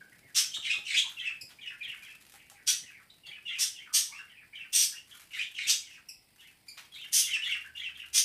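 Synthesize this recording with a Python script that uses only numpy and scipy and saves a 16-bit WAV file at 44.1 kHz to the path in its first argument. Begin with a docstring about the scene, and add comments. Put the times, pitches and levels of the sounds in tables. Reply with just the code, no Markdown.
"""A budgerigar warbles in a small room: quick gliding notes, pure or husky, broken by harsh squawks
and a few sharp pips. A membrane in its syrinx vibrates in harmonic partials; unsteady vibration makes
a note husky, and chaotic vibration with turbulent air makes a squawk. Close by, beetles scratch
faintly in a plastic tub by stick-slip friction, among small ticks and dry scuffs.
The room reverberates, over quiet hiss, rumble and hum."""
import sys
import numpy as np
from scipy import signal
from scipy.fft import rfft, irfft, next_fast_len
from scipy.io import wavfile
from scipy.ndimage import map_coordinates

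SR = 44100
rng = np.random.default_rng(int(sys.argv[2]) if len(sys.argv) > 2 else 0)


def unload_audio(sound):
    """Save the sound as a 16-bit wav file, at the path given as the first command line argument."""
    columns = np.transpose(np.atleast_2d(sound))
    # keep every value between -1 and 1, then stretch to whole-number steps
    steps = np.round(np.clip(columns, -1, 1) * 32767)
    wavfile.write(sys.argv[1], SR, steps.astype(np.int16))


N = 363384

# The notes of three syllables, timed in shares of the syllable's length:
# start_share, length_share, start_hz, end_hz, level_db, huskiness
CHATTER_NOTES = [(.03, .27, 2888, 2767, -5, 95), (.18, 0.256, 3445, 3166, -2, 170),
                 (.3, .36, 1930, 2448, -6, 133), (.53, .37, 3150, 2370, -0.5, 110),
                 (.82, .18, 2236, 1392, -8.5, 255)]  # an arch in two voices
CHUCKLE_NOTES = [(.01, 0.15, 2426, 2370, -3.5, 100), (.17, .21, 3518, 2884, -0.5, 150),
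                 (.17, .38, 2650, 1777, -8.5, 171), (.47, .35, 2800, 2580, 0, 200),
                 (.77, .21, 2290, 1435, -6, 250)]  # both voices slide down
SQUEAL_NOTES = [(0, .45, 2980, 2750, -10, 260), (.18, .56, 3990, 3530, -13, 290),
                (.19, .5, 2280, 2100, -8.5, 200), (.57, .22, 2457, 2776, 0, 131),
                (.71, 0.26, 2937, 3800, -1, 270)]  # a husky start, pressed upward
# Each time the bird sings them:
# start_s, length_s, level_db, pitch_ratio, crescendo_db, accent_db, overtone_db
CHATTER_REPEATS = [(1.162, .15, -37, 0.97, -1.5, 6, -26), (3.23, .16, -45, 1.0, 0, -3.5, -32),
                   (3.449, .14, -35.5, 0.99, -12.5, 1.5, -26.5), (3.743, .14, -43.5, .98, 4, -12, -23),
                   (6.378, .15, -52.5, .98, 1, -3.5, -23), (6.913, 0.15, -43, 1.16, 4, 1, -24.5),
                   (7.216, .165, -32.5, 1.02, 1.5, 5, -18.5), (7.411, 0.16, -29.5, 1, -10.5, 1, -23),
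                   (7.744, 0.16, -38, 1, -6.5, 3, -25.5)]
CHUCKLE_REPEATS = [(1.585, 0.15, -43, 1.003, 5, 1.5, -25), (1.803, 0.15, -38.5, 1.032, -4.5, 0.5, -30.5),
                   (2.019, .14, -49, .97, -11, 4.5, -22), (2.828, 0.19, -51, 0.84, 2, -1, -24),
                   (4.259, 0.19, -54.5, .91, 2.5, -0.5, -34), (4.525, .143, -46, 0.96, -2.5, 3, -30),
                   (5.818, 0.18, -51, .96, 3, 0.5, -14), (7.932, 0.12, -45, 1, 6, 0.5, -29.5)]
SQUEAL_REPEATS = [(.622, 0.13, -28, 1.03, -10, 5.5, -18), (0.849, 0.16, -25.5, 0.99, 10.5, -1.5, -13.5),
                  (5.307, .142, -32, .96, 5.5, 0.5, -18.5), (5.546, 0.19, -29.5, 1.006, 0, -4, -17.5)]


def warble():
    """Two-voiced song by superposition: overlapping glides form syllables, with whistles between."""
    return (syllables(CHATTER_NOTES, CHATTER_REPEATS) + syllables(CHUCKLE_NOTES, CHUCKLE_REPEATS)
            + syllables(SQUEAL_NOTES, SQUEAL_REPEATS) + whistles())


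def syllables(notes, repeats):
    """Time scaling and transposition: one figure recurs, accented on its last note but one."""
    out = np.zeros(N)
    for start_s, length_s, level_db, pitch_ratio, crescendo_db, accent_db, overtone_db in repeats:
        for k, (start_share, length_share, start_hz, end_hz, note_db, huskiness) in enumerate(notes):
            from_middle = start_share + length_share / 2 - 0.5
            stress_db = crescendo_db * from_middle + accent_db * (k == len(notes) - 2)
            sound = note(length_share * length_s, pitch_ratio * start_hz, pitch_ratio * end_hz,
                         huskiness, overtone_db)
            add(out, start_s + start_share * length_s, amp(level_db + note_db + stress_db) * sound)
    return out


# Single notes between the syllables: start_s, length_s, start_hz, end_hz, level_db, huskiness
WHISTLES = [(.008, 0.013, 1596, 1604, -49.5, 44), (0.121, 0.034, 1990, 1700, -58.5, 149),
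            (0.227, 0.091, 2250, 1620, -58, 160), (.515, 0.05, 3260, 3040, -36.5, 133),
            (0.54, 0.035, 3440, 4010, -35.5, 210), (0.559, 0.021, 2395, 803, -47.5, 252),
            (0.733, .02, 1920, 838, -50, 249), (1.042, 0.028, 1050, 980, -46, 80),
            (2.339, 0.12, 2320, 2380, -58, 470), (2.545, 0.077, 2440, 1630, -57, 300),
            (3.1, 0.0064, 3280, 3980, -45.5, 280), (3.877, 0.12, 1280, 1183, -58.5, 70),
            (4.091, 0.079, 954, 1354, -57, 22.8), (4.117, 0.033, 2217, 2406, -42, 119),
            (4.147, 0.057, 2570, 2795, -40, 90), (4.184, 0.033, 1877, 1335, -48, 201),
            (4.922, 0.027, 1540, 1690, -48, 80), (4.95, .038, 2790, 2890, -45, 236),
            (5.112, 0.021, 3355, 3240, -43.5, 200), (5.118, 0.053, 1868, 1180, -57.5, 185),
            (7.645, 0.033, 1640, 1617, -45, 46)]


def whistles():
    """Nonlinear brightening: the harder a lone note is driven, the larger its share of overtones."""
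    out = np.zeros(N)
    for start_s, length_s, start_hz, end_hz, level_db, huskiness in WHISTLES:
        sound = note(length_s, start_hz, end_hz, huskiness, overtone_db=level_db + 22.5)
        add(out, start_s, amp(level_db) * sound)
    return out


# Spectrum of the air noise in a note: frequency_hz, gain_db
BREATH_SPECTRUM = [(700, -11), (1600, -0.5), (3000, -3.5), (6000, -1), (8500, -3.5), (10500, -20),
                   (15500, -46)]
BEAK_HZ, BEAK_HALF_WIDTH_HZ, BEAK_GAIN_DB = 8240, 510, 7


def note(length_s, start_hz, end_hz, huskiness, overtone_db):
    """Frequency modulation: an unsteady membrane makes a glide husky; beak resonance adds squeak."""
    t = np.arange(SR // 5) / SR
    progress = np.clip(t / length_s, 0, 1)
    glide_hz = start_hz + (end_hz - start_hz) * progress
    jitter_hz = 0.75 * huskiness * wobble(600, len(t))
    waver_hz = 70 * wobble(140.6, len(t))
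    partials_db = [0, overtone_db, overtone_db - 11.5, overtone_db - 18.5]
    tone = syrinx(glide_hz + jitter_hz + waver_hz, partials_db)
    tone = coloured(tone, lambda hz: amp(BEAK_GAIN_DB / (1 + ((hz - BEAK_HZ) / BEAK_HALF_WIDTH_HZ) ** 2)))
    # a slower beat in the syrinx adds rough sidebands
    beat_hz = 620 + 130 * wobble(302.3, len(t))
    grit = 1 + 0.27 * np.sin(2 * np.pi * np.cumsum(beat_hz) / SR)
    breath = amp(overtone_db + 2) * noise(BREATH_SPECTRUM, len(t))
    cutoff_hz = 0.71 * min(start_hz, end_hz)  # nothing is radiated far below the note
    voice = coloured(grit * tone + breath, lambda hz: 1 / np.sqrt(1 + (cutoff_hz / (hz + 1)) ** 10))
    flutter = unit(amp(4 * wobble(130, len(t))))
    swell = np.abs(np.sin(np.pi * progress)) ** 0.29
    return in_room(swell * flutter * voice, wet=0.56)


def syrinx(pitch_hz, partials_db):
    """Harmonic series: a vibrating membrane sounds whole multiples of one pitch track."""
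    phase = 2 * np.pi * np.cumsum(pitch_hz) / SR
    return unit(sum(amp(level_db) * np.sin(k * phase) * (k * pitch_hz < SR / 2)
                    for k, level_db in enumerate(partials_db, 1)))


# Harsh squawks: start_s, length_s, level_db, pitch_hz, scatter, tilt_db_per_octave
SQUAWKS = [(0.344, 0.048, -21, 2790, 0.1477, -3), (2.662, 0.042, -23, 2950, 0.143, -2),
           (3.582, 0.047, -22.5, 2880, 0.144, -1), (3.927, 0.056, -20.5, 2866, 0.076, 0.5),
           (4.722, 0.11, -22, 2843, 0.079, 0.5), (5.666, 0.04, -22.5, 2940, 0.133, -2.5),
           (7.119, 0.086, -22.5, 3078, 0.1521, 1.5), (8.129, 0.058, -20.5, 3018, 0.093, -0.5)]
# Frequency response of the throat: frequency_hz, gain_db
THROAT_RESPONSE = [(410, -51), (700, -46.5), (1270, -27.5), (1580, -21), (2160, -15), (2630, -9.5),
                   (2990, -8), (3320, -3.5), (4080, -7.5), (5940, 0.5), (7400, -8), (8760, -10),
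                   (12600, -12.5), (14500, -25), (15500, -29)]


def squawks():
    """Source and filter: a membrane driven into chaos and turbulent air sound through the throat."""
    out, t = np.zeros(N), np.arange(SR // 5) / SR
    for start_s, length_s, level_db, pitch_hz, scatter, tilt_db_per_octave in SQUAWKS:
        jitter = 0.729 * scatter * wobble(1800, len(t))
        voice = syrinx(pitch_hz * (1 + jitter), partials_db=[-1.5, 4, 12, -2.5, 10.5])
        turbulence = amp(2.5) * rng.standard_normal(len(t))
        rasp = (voice + turbulence) * amp(4 * wobble(450, len(t)))
        cry = coloured(rasp, lambda hz: amp(along(THROAT_RESPONSE, hz)
                                            + tilt_db_per_octave * np.log2((hz + 1) / 6000)))
        attack = np.clip(t / 0.016, 0, 1)
        release = np.clip((length_s - t) / 0.011 + 0.5, 0, 1)
        add(out, start_s, in_room(amp(level_db) * attack * release * unit(cry), wet=0.89))
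    return out


# Very short contact calls: start_s, level_db, pitch_hz
PIPS = [(1.41, -38.5, 2573), (3.263, -48.5, 2300), (6.086, -39, 2653), (6.682, -40.5, 2402)]


def pips():
    """Harmonic tone bursts: the pitch sags slightly and the second partial is strongest."""
    out, t = np.zeros(N), np.arange(SR // 20) / SR
    for start_s, level_db, pitch_hz in PIPS:
        jitter = 0.04 * wobble(999, len(t))
        tone = syrinx(pitch_hz * (1 - 1.5 * t + jitter), partials_db=[-7, 1, -9.5, -10.5, -14])
        add(out, start_s, in_room(amp(level_db) * pulse(t, rise_s=0.0058) * tone, wet=0.51))
    return out


# Scratching activity of the beetles: time_s, level_db
CLAW_ACTIVITY = [(0, -64.5), (1.5, -68.5), (2.3, -57), (2.6, -71), (3.4, -69), (4.5, -74), (5.3, -59),
                 (6.2, -74.5), (6.5, -62), (6.7, -65.5), (6.95, -62.5), (7.2, -59), (8.24, -68)]
# Spectrum of a contact on the plastic: frequency_hz, gain_db
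SCRATCH_SPECTRUM = [(600, -14), (1500, 7), (2500, 5.5), (5000, 1.5), (9000, 2), (13000, 2.5), (15500, -48)]
SLIPS_PER_S, SLIP_DECAY_S = 130, 0.0049


def beetles():
    """Stick-slip friction: claws catch and slip on plastic in tiny random clicks, bunched into steps."""
    sizes = amp(2.7 * np.clip(rng.standard_normal(N), -2, 2))
    slips = (rng.random(N) < SLIPS_PER_S / SR) * sizes
    steps = amp(3.5 * wobble(22, N))
    t = np.arange(SR // 50) / SR
    envelope = signal.fftconvolve(slips * steps, np.exp(-t / SLIP_DECAY_S))[:N]
    scratching = in_room(envelope * noise(SCRATCH_SPECTRUM, N), wet=0.23)[:N]
    return amp(curve(CLAW_ACTIVITY)) * unit(scratching)


# Small hard contacts on the plastic: start_s, level_db, ring_db
TICKS = [(0.7878, -48, -3), (1.1175, -43.5, -17), (2.266, -47, -20), (2.34, -46.5, -4), (2.4992, -41, -40),
         (2.517, -47.5, -0.5), (3.2824, -54, 0), (5.1966, -44.5, -23), (6.2287, -63, -27),
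         (6.4173, -55, -28)]
# Vibration modes of the tub: frequency_hz, level_db, t60_s
TUB_MODES = [(817, -3.5, 0.068), (1100, -9, 0.01845), (1304, -6, 0.023), (2150, -19, 0.014),
             (3520, -12, 0.02)]


def ticks():
    """Impact excitation: each contact cracks and briefly rings the damped modes of the tub."""
    out, t = np.zeros(N), np.arange(SR // 8) / SR
    for start_s, level_db, ring_db in TICKS:
        crack = noise(SCRATCH_SPECTRUM, len(t)) * np.exp(-t / 0.0027)
        ring = sum(amp(mode_db + 2 * rng.normal() - 60 * t / t60_s) * np.sin(2 * np.pi * hz * t)
                   for hz, mode_db, t60_s in TUB_MODES)
        add(out, start_s, in_room(amp(level_db) * (crack + amp(ring_db) * ring), wet=0.55))
    return out


# Short dry rubs: start_s, rise_s, level_db
SCUFFS = [(1.5, 0.012, -54), (3.266, 0.0053, -54), (6.77, 0.013, -45.5), (6.844, 0.0084, -55)]


def scuffs():
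    """Friction noise: brief grainy rubs swell and die away."""
    out, t = np.zeros(N), np.arange(SR // 8) / SR
    spectrum = [(250, -47), (700, -5.5), (1500, -2), (3000, 2.5), (5000, -5.5), (7000, -10.5),
                (15500, -18)]
    for start_s, rise_s, level_db in SCUFFS:
        grains = unit(amp(1.44 * wobble(540, len(t))))
        rub = grains * noise(spectrum, len(t))
        add(out, start_s, in_room(amp(level_db) * pulse(t, rise_s) * rub, wet=0.27))
    return out


# Reverberation time of the room: frequency_hz, t60_s
ROOM_DECAY = [(500, .32), (2500, .31), (6000, .3), (10000, .28), (15000, .24)]


def in_room(x, wet):
    """Reverberation: direct sound plus a diffuse tail, new each time because the source moves."""
    hz, t, spectra = signal.stft(rng.standard_normal(SR // 2), SR, nperseg=256)
    decay = amp(-60 * t / along(ROOM_DECAY, hz)[:, None])
    tail = signal.istft(spectra * decay, SR, nperseg=256)[1]
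    tail *= 1 - np.exp(-np.arange(len(tail)) / SR / 0.0024)  # reflections build up
    response = np.sqrt(wet) * tail / np.linalg.norm(tail)  # wet is the tail's share of the energy
    response[0] += np.sqrt(1 - wet)
    heard = signal.fftconvolve(x, response)
    return heard * np.linalg.norm(x) / (np.linalg.norm(heard) + 1e-20)


# Spectrum of the steady room noise: frequency_hz, gain_db
HISS_SPECTRUM = [(15, -29), (25, -4), (86, 0.5), (331, -5), (567, -13), (804, -7), (1080, -12), (1800, -27),
                 (1950, -4.5), (3720, -13.5), (5010, -8), (6550, -29), (8350, -10.5), (12800, -17.5),
                 (15500, -15)]
# Course of the low room noise, peaks of its soft bumps, and swell of the hum: time_s, level_db
RUMBLE_LEVEL = [(0, -70.5), (.8, -71.5), (1.2, -73), (2.8, -74), (4.5, -76), (6.5, -80), (7.2, -71.5),
                (8.24, -79)]
BUMPS = [(0.251, -64), (0.589, -61), (0.789, -59), (1.441, -62), (1.892, -64), (2.84, -60.5), (3.3, -67),
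         (5.671, -64.5)]
HUM_LEVEL = [(0, -97), (7.1, -83), (7.7, -73.5), (8.24, -73)]
HISS_DB, HUM_HZ = -67, 75.4


def background():
    """Ambient noise floor: even hiss, a low rumble with soft bumps, and a faint hum that swells late."""
    t = np.arange(N) / SR
    bumps = sum(amp(level_db) * np.exp(-((t - time_s) / 0.012) ** 2) for time_s, level_db in BUMPS)
    rumble_spectrum = [(20, -62), (55, -17), (130, 0), (300, -9.5), (700, -14), (2000, -65)]
    rumble = (amp(curve(RUMBLE_LEVEL)) + bumps) * noise(rumble_spectrum, N)
    hum_phase = 2 * np.pi * HUM_HZ * t + 0.53 * wobble(4.8, N)
    hum = amp(curve(HUM_LEVEL)) * np.sqrt(2) * np.sin(hum_phase)
    return amp(HISS_DB) * noise(HISS_SPECTRUM, N) + rumble + hum


def amp(db):
    """Decibels to gain."""
    return 10 ** (np.asarray(db) / 20)


def unit(x):
    """Normalisation to rms 1."""
    return x / np.sqrt(np.mean(x ** 2) + 1e-20)


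def along(points, hz):
    """Interpolation of (frequency_hz, value) points on a log frequency axis."""
    knots_hz, values = np.transpose(points)
    return np.interp(np.log(hz + 1), np.log(knots_hz + 1), values)


def curve(rows):
    """Linear interpolation of (time_s, value) rows at every sample."""
    return np.interp(np.arange(N) / SR, *np.transpose(rows))


def pulse(t, rise_s):
    """Critically damped envelope: it peaks at 1 after rise_s, then dies away."""
    return t / rise_s * np.exp(1 - t / rise_s)


def wobble(knots_per_s, size):
    """Random modulation: a smooth curve through Gaussian knots."""
    return map_coordinates(rng.standard_normal(size), [np.arange(size) * knots_per_s / SR], mode="wrap")


def coloured(x, gain):
    """Zero-phase filtering by a gain that is a function of frequency."""
    size = next_fast_len(len(x) + 4096)
    return irfft(rfft(x, size) * gain(np.fft.rfftfreq(size, 1 / SR)), size)[:len(x)]


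def noise(spectrum, size):
    """White noise shaped by (frequency_hz, gain_db) points, at rms 1."""
    return unit(coloured(rng.standard_normal(size), lambda hz: amp(along(spectrum, hz))))


def add(track, start_s, x):
    """Superposition of x on the track from start_s."""
    start = int(np.clip(start_s * SR, 0, N - 1))
    track[start:start + len(x)] += x[:N - start]


def scene():
    """Superposition in one channel: the bird across the room, the tub close by, the noise floor."""
    return (warble() + squawks() + pips() + ticks() + scuffs() + beetles() + background())[None]


def record(dry):
    """Band limiting: the microphone keeps nothing above 15500 Hz."""
    return np.array([coloured(channel, lambda hz: hz < 15500) for channel in dry])


dry = scene()
out = record(dry)
unload_audio(out)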